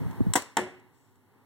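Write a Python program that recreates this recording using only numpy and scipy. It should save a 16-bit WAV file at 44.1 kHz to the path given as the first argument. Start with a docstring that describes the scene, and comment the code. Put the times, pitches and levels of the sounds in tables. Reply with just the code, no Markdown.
"""One paintball shot in a fenced backyard, heard from just behind the shooter.
Wind buffets the microphone over outdoor noise, hiss and the odd faint tick. The action clicks and
a blast of gas pops from the barrel. A fifth of a second later the ball smacks a hollow target that
rings. Fence and shed throw each sound back. Afterwards the background is much quieter."""
import sys
import numpy as np
from scipy import signal
from scipy.fft import rfft, irfft
from scipy.io import wavfile

SR = 44100
rng = np.random.default_rng(int(sys.argv[2]) if len(sys.argv) > 2 else 0)


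def pcm_store(signal):
    """Save signal as 16-bit PCM."""
    levels = np.round(np.clip(np.atleast_2d(signal), -1, 1) * 32767)
    wavfile.write(sys.argv[1], SR, levels.astype(np.int16).T)


N = 63945
T = np.arange(N) / SR
FFT_SIZE = 2 ** 17
HZ = np.maximum(np.arange(FFT_SIZE // 2 + 1) * SR / FFT_SIZE, 1)
PORT_LAG_S = .000408  # between the two microphone ports


def from_db(db):
    """Decibels to gain."""
    return 10 ** (np.asarray(db) / 20)


def db_at_hz(points):
    """(freq_hz, gain_db) rows interpolated over HZ on a log axis."""
    freq_hz, gain_db = np.transpose(points)
    return np.interp(np.log(HZ), np.log(freq_hz), gain_db)


def envelope(points):
    """Gain over time from (time_s, level_db) rows."""
    return from_db(np.interp(T, *np.transpose(points)))


def min_phase(x, gain):
    """Causal filter with the given gain per frequency."""
    cepstrum = irfft(np.log(gain))
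    cepstrum[1:FFT_SIZE // 2] *= 2
    cepstrum[FFT_SIZE // 2 + 1:] = 0
    return irfft(rfft(x, FFT_SIZE) * np.exp(rfft(cepstrum)))[..., :N]


def colour(x, spectrum):
    """Give white sound a spectrum at equal power."""
    gain = from_db(db_at_hz(spectrum))
    return min_phase(x, gain / np.sqrt(np.mean(gain ** 2)))


def pulse(start_s):
    """Unit impulse."""
    return 1.0 * (np.arange(N) == int(start_s * SR))


def delayed(x, delay_s):
    """Pure delay."""
    return np.roll(x, int(delay_s * SR), axis=-1) * (T >= delay_s)


def burst(start_s, hold_s, t60_s, side_gain):
    """Stereo noise: instant onset, hold, decay."""
    mid, side = rng.standard_normal((2, N))
    decay = from_db(-60 * np.maximum(T - start_s - hold_s, 0) / t60_s)
    return (mid + side_gain * side * [[1], [-1]]) * (T >= start_s) * decay


def ring(start_s, modes):
    """Struck modes: decaying sines of alternating sign."""
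    t = np.maximum(T - start_s, 0)
    return sum((-1) ** k * from_db(db - 60 * t / t60_s) * np.sin(2 * np.pi * hz * t)
               for k, (hz, db, t60_s) in enumerate(modes))


# wind rumble: time_s, level_db
RUMBLE_LEVEL = [(0, -18.5), (.03, -29), (.075, -34), (.1, -31), (.125, -40), (.17, -47), (.2, -27),
                (.245, -40), (.27, -30), (.305, -36.5), (.335, -44), (.45, -65), (.85, -71), (1.1, -68),
                (1.45, -76)]
# rumble spectrum: freq_hz, gain_db
RUMBLE_SPECTRUM = [(25, -25), (55, -13), (80, -5), (103, 3.5), (132, -6.5), (162, 1), (200, -7.5),
                   (270, -12.5), (400, -23.5), (800, -48), (3000, -78)]
# buffets: start_s, level_db, pitch_hz
WIND_BUFFETS = [(0.0591, -15, 105), (0.193, -31, 110), (0.2056, -3, 257.5), (0.2114, -9, 111),
                (0.2666, -6, 187), (0.2825, -14, 120), (0.299, -19, 105)]


def wind(rise_cycles=.45, t60_cycles=6.8):
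    """Rumble and short buffets on the right port; the left gets them inverted and late."""
    air = envelope(RUMBLE_LEVEL) * colour(rng.standard_normal(N), RUMBLE_SPECTRUM)
    for start_s, level_db, pitch_hz in WIND_BUFFETS:
        cycles = np.maximum(T - start_s, 0) * pitch_hz
        rise = 1 - np.exp(-cycles / rise_cycles)
        decay = from_db(level_db - 60 * cycles / t60_cycles)
        air += rise * decay * np.sin(2 * np.pi * cycles)
    return np.array([-delayed(air, PORT_LAG_S), air])


# outdoor noise: time_s, level_db
OUTDOOR_LEVEL = [(0, -43), (.32, -44.5), (.38, -56), (.52, -63.5), (.7, -54.5), (.95, -62), (1.2, -64.5),
                 (1.33, -61.5), (1.38, -59), (1.45, -61)]
# outdoor spectrum: freq_hz, gain_db
OUTDOOR_SPECTRUM = [(30, -26), (65, -15.5), (100, 8.5), (135, 1), (190, -3), (265, 7.5), (320, -0.5),
                    (390, 2), (600, -9.5), (900, 1), (1300, -8.5), (1900, -10.5), (2800, -24),
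                    (4500, -26.5), (8000, -46.5), (15000, -42)]
# hiss: time_s, level_db
HISS_LEVEL = [(0, -59.5), (.32, -60.5), (.45, -70.5), (.8, -74), (1.45, -74.5)]
# hiss spectrum: freq_hz, gain_db
HISS_SPECTRUM = [(100, -8.5), (3000, 3.5), (5500, -5.5), (8000, -5.5), (11000, -1), (15000, -1)]


def background():
    """Distant outdoor noise and hiss; both drop at the shot."""
    outdoors, hiss = rng.standard_normal((2, 2, N))
    return (envelope(OUTDOOR_LEVEL) * colour(outdoors, OUTDOOR_SPECTRUM)
            + envelope(HISS_LEVEL) * colour(hiss, HISS_SPECTRUM))


# high ticks: start_s, level_db
FAINT_TICKS = [(0.11, -57), (0.421, -41), (.798, -69), (1.156, -71)]
# sizzle: time_s, level_db
SIZZLE_LEVEL = [(.88, -97), (.95, -73), (1.05, -73.5), (1.18, -84), (1.3, -101)]
# tick and sizzle spectrum: freq_hz, gain_db
TICK_SPECTRUM = [(1000, -5), (6000, -11), (7900, -5.5), (9500, -19.5), (15000, -18.5)]


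def ticks():
    """Faint, thin ticks and a short, late sizzle."""
    clicks = sum(from_db(level_db) * burst(start_s, hold_s=.002, t60_s=.022, side_gain=1.0)
                 for start_s, level_db in FAINT_TICKS)
    sizzle = envelope(SIZZLE_LEVEL) * rng.standard_normal((2, N))
    return colour(clicks + sizzle, TICK_SPECTRUM)


# contacts in the gun's action: start_s, level_db
CONTACTS = [(.3360, -17.5), (.3380, -18.5)]
# contact spectrum: freq_hz, gain_db
CONTACT_SPECTRUM = [(100, -19.5), (550, -8.5), (1000, 4), (1400, -4.5), (2000, -1), (2900, -6),
                    (3400, -4.5), (3900, -3), (4800, -11.5), (5800, -2.5), (6700, -9), (8200, 4.5),
                    (9300, -6), (10500, -19.5), (15500, -16)]
# action's metal: freq_hz, level_db, t60_s
METAL_MODES = [(1030, -48, .04), (2900, -33.5, .03), (3290, -36, .03), (7650, -34.5, .02),
               (8200, -32, .025), (8630, -35, .02)]


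def action():
    """Two sharp metal contacts just before the gas is released."""
    first_s = CONTACTS[0][0]
    contacts = 0
    for start_s, level_db in CONTACTS:
        noise = burst(start_s, hold_s=.0003, t60_s=.0051, side_gain=.8)
        contacts += from_db(level_db) * (from_db(3) * pulse(start_s) + noise)
    direct = colour(contacts, CONTACT_SPECTRUM) + ring(first_s, METAL_MODES)
    tail = yard(first_s, CONTACT_SPECTRUM, near_db=-24.5, near_t60_s=.039, far_db=-46, build_s=.002)
    return direct + tail


# yard's far decay: freq_hz, t60_s
YARD_DECAY = [(100, 0.45), (350, 0.4), (1000, 0.48), (2000, 0.58), (4000, 0.47), (8000, .38), (15000, 0.14)]


def yard(start_s, spectrum, near_db, near_t60_s, far_db, build_s):
    """Scatter from fence boards, shed and houses: a quick near part, a far tail dying by band."""
    t = np.maximum(T - start_s, 0)
    white = rfft(rng.standard_normal((2, N)), FFT_SIZE)
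    near = from_db(near_db - 60 * t / near_t60_s)
    centres_hz = np.array(YARD_DECAY)[:, 0]
    tail = 0
    for freq_hz, t60_s in YARD_DECAY:
        band_gain = np.interp(np.log(HZ), np.log(centres_hz), centres_hz == freq_hz)
        far = from_db(far_db - 60 * t / t60_s)
        tail += irfft(white * band_gain)[:, :N] * (near + far)
    build = 1 - np.exp(-(t / build_s) ** 2)
    return colour(tail * build, spectrum)


# gas blast: freq_hz, gain_db
GAS_SPECTRUM = [(40, -27), (110, -7), (200, -9.5), (330, 6.5), (520, -1), (750, 6.5), (950, 5.5),
                (1250, -3), (1850, 2), (2300, -9), (3300, -10), (4500, -16), (6000, -11), (8200, -9),
                (10000, -16), (13000, -23.5), (15500, -17.5)]
# barrel and body: freq_hz, level_db, t60_s
GUN_MODES = [(156, -26.5, 0.056), (330.6, -22.5, .07), (935, -30.5, 0.053), (1170, -36, 0.089),
             (1430, -31, 0.035), (1875, -40, .06)]
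# off ground and fence: delay_s, gain_db
POP_ECHOES = [(.0064, -12.5), (0.0145, -16), (0.0175, -15.5)]
# scattered pop: freq_hz, gain_db
POP_TAIL_SPECTRUM = [(40, -33.5), (110, -12), (250, -1.5), (480, 3.5), (700, -5.5), (980, 5), (1300, -3.5),
                     (1850, -4.5), (2900, -10.5), (4300, -11), (6000, -13), (8000, -13.5), (10500, -17),
                     (15000, -19)]


def shot(start_s=.3549, level_db=-15.5):
    """A pressure front and milliseconds of rushing gas; the barrel rings along."""
    front = from_db(11.5) * pulse(start_s)
    gas = burst(start_s, hold_s=.007, t60_s=.03, side_gain=.74)
    direct = colour(from_db(level_db) * (front + gas), GAS_SPECTRUM) + ring(start_s, GUN_MODES)
    tail = yard(start_s, POP_TAIL_SPECTRUM, near_db=-23, near_t60_s=.14, far_db=-34.5, build_s=.008)
    return direct + echoes(direct, POP_ECHOES, cutoff_hz=11960) + tail


def echoes(x, paths, cutoff_hz):
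    """Distinct, duller reflections."""
    lowpass = signal.butter(1, cutoff_hz, fs=SR, output="sos")
    dull = signal.sosfilt(lowpass, x + 1e-18)
    return sum(from_db(gain_db) * delayed(dull, delay_s) for delay_s, gain_db in paths)


# ball's smack: freq_hz, gain_db
SMACK_SPECTRUM = [(30, -54), (60, -39), (120, -19.5), (200, -7.5), (380, -2), (560, -15), (850, 4),
                  (1050, 2), (1280, -4), (1500, -2), (1950, 2.5), (2400, -3), (3000, -4.5), (4500, -18),
                  (6000, -14.5), (7800, -9), (10000, -23), (13000, -31), (15500, -24.5)]
# hollow target, one close pair beating: freq_hz, level_db, t60_s
PANEL_MODES = [(197, -42.5, 0.25), (292, -36, 0.19), (363, -34.5, 0.44), (371, -33.5, 0.45),
               (564, -46, 0.19), (693, -26.5, .07), (893.3, -17.5, 0.04), (961, -32.5, 0.23),
               (1112, -32, 0.072), (1740, -31.5, 0.16), (1830, -37, .11), (1960, -25.5, 0.052)]
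# off shed and fence corner: delay_s, gain_db
SMACK_ECHOES = [(0.0109, -6), (0.015, -12), (.0197, -10.5)]
# scattered smack: freq_hz, gain_db
SMACK_TAIL_SPECTRUM = [(30, -38.5), (65, -21.5), (110, -3.5), (250, 2.5), (400, 2.5), (700, 0.5),
                       (1000, -2), (1300, -8), (1850, -4.5), (3000, -12.5), (4300, -21), (6000, -23.5),
                       (7900, -21.5), (10500, -28.5), (15000, -32.5)]


def hit(start_s=.5694, level_db=-16.5):
    """The ball bursts on the target, whose panel rings on."""
    impact = from_db(15.5) * pulse(start_s)
    splat = burst(start_s, hold_s=.0024, t60_s=.022, side_gain=.55)
    direct = colour(from_db(level_db) * (impact + splat), SMACK_SPECTRUM) + ring(start_s, PANEL_MODES)
    tail = yard(start_s, SMACK_TAIL_SPECTRUM, near_db=-26.5, near_t60_s=.18, far_db=-30.5, build_s=.013)
    return direct + echoes(direct, SMACK_ECHOES, cutoff_hz=2040) + tail


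def notches(multiples, width_hz, floor=1e-3):
    """Gain of narrow cancellations at multiples of 1 / PORT_LAG_S."""
    offsets_hz = [HZ - k / PORT_LAG_S + 1e-6 for k in multiples]
    return np.prod([floor + 1 / (1 + (width_hz / hz) ** 2) ** 2 for hz in offsets_hz], axis=0)


# side over mid: freq_hz, gain_db
STEREO_WIDTH = [(60, 2.5), (130, -4.5), (220, -5), (380, -8), (520, -2), (800, -14.5), (1200, -7),
                (1700, -2), (2400, 3), (3500, -2.5), (5000, -1), (8000, -1), (15000, 2.5)]
# left over right: freq_hz, gain_db
PORT_BALANCE = [(100, -4.5), (350, 1), (700, 0), (2000, 0), (4000, 0), (5600, -9.5), (6800, 5.5),
                (8000, 15), (9300, 4.5), (11000, 1), (15000, -0.5)]


def microphone(x):
    """Two close ports: narrow midrange image, bright left port, notches in mid and side."""
    mid = (x[0] + x[1]) / 2
    side = min_phase((x[0] - x[1]) / 2, from_db(db_at_hz(STEREO_WIDTH)))
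    lean = from_db(db_at_hz(PORT_BALANCE) / 2)
    left, right = min_phase(mid + side, lean), min_phase(mid - side, 1 / lean)
    mid = min_phase((left + right) / 2, notches((1, 2), width_hz=139))
    side = min_phase((left - right) / 2, notches((.5, 1.5), width_hz=150))
    return np.array([mid + side, mid - side])


def scene():
    """Wind on the microphone; click, pop and smack over the background."""
    return microphone(action() + shot() + hit() + ticks() + background()) + wind()


def record(dry, ceiling=.39, cutoff_hz=15900):
    """Soft clip, then a steep low-pass."""
    lowpass = signal.ellip(10, .2, 70, cutoff_hz, fs=SR, output="sos")
    return signal.sosfilt(lowpass, ceiling * np.tanh(dry / ceiling))


dry = scene()
out = record(dry)
pcm_store(out)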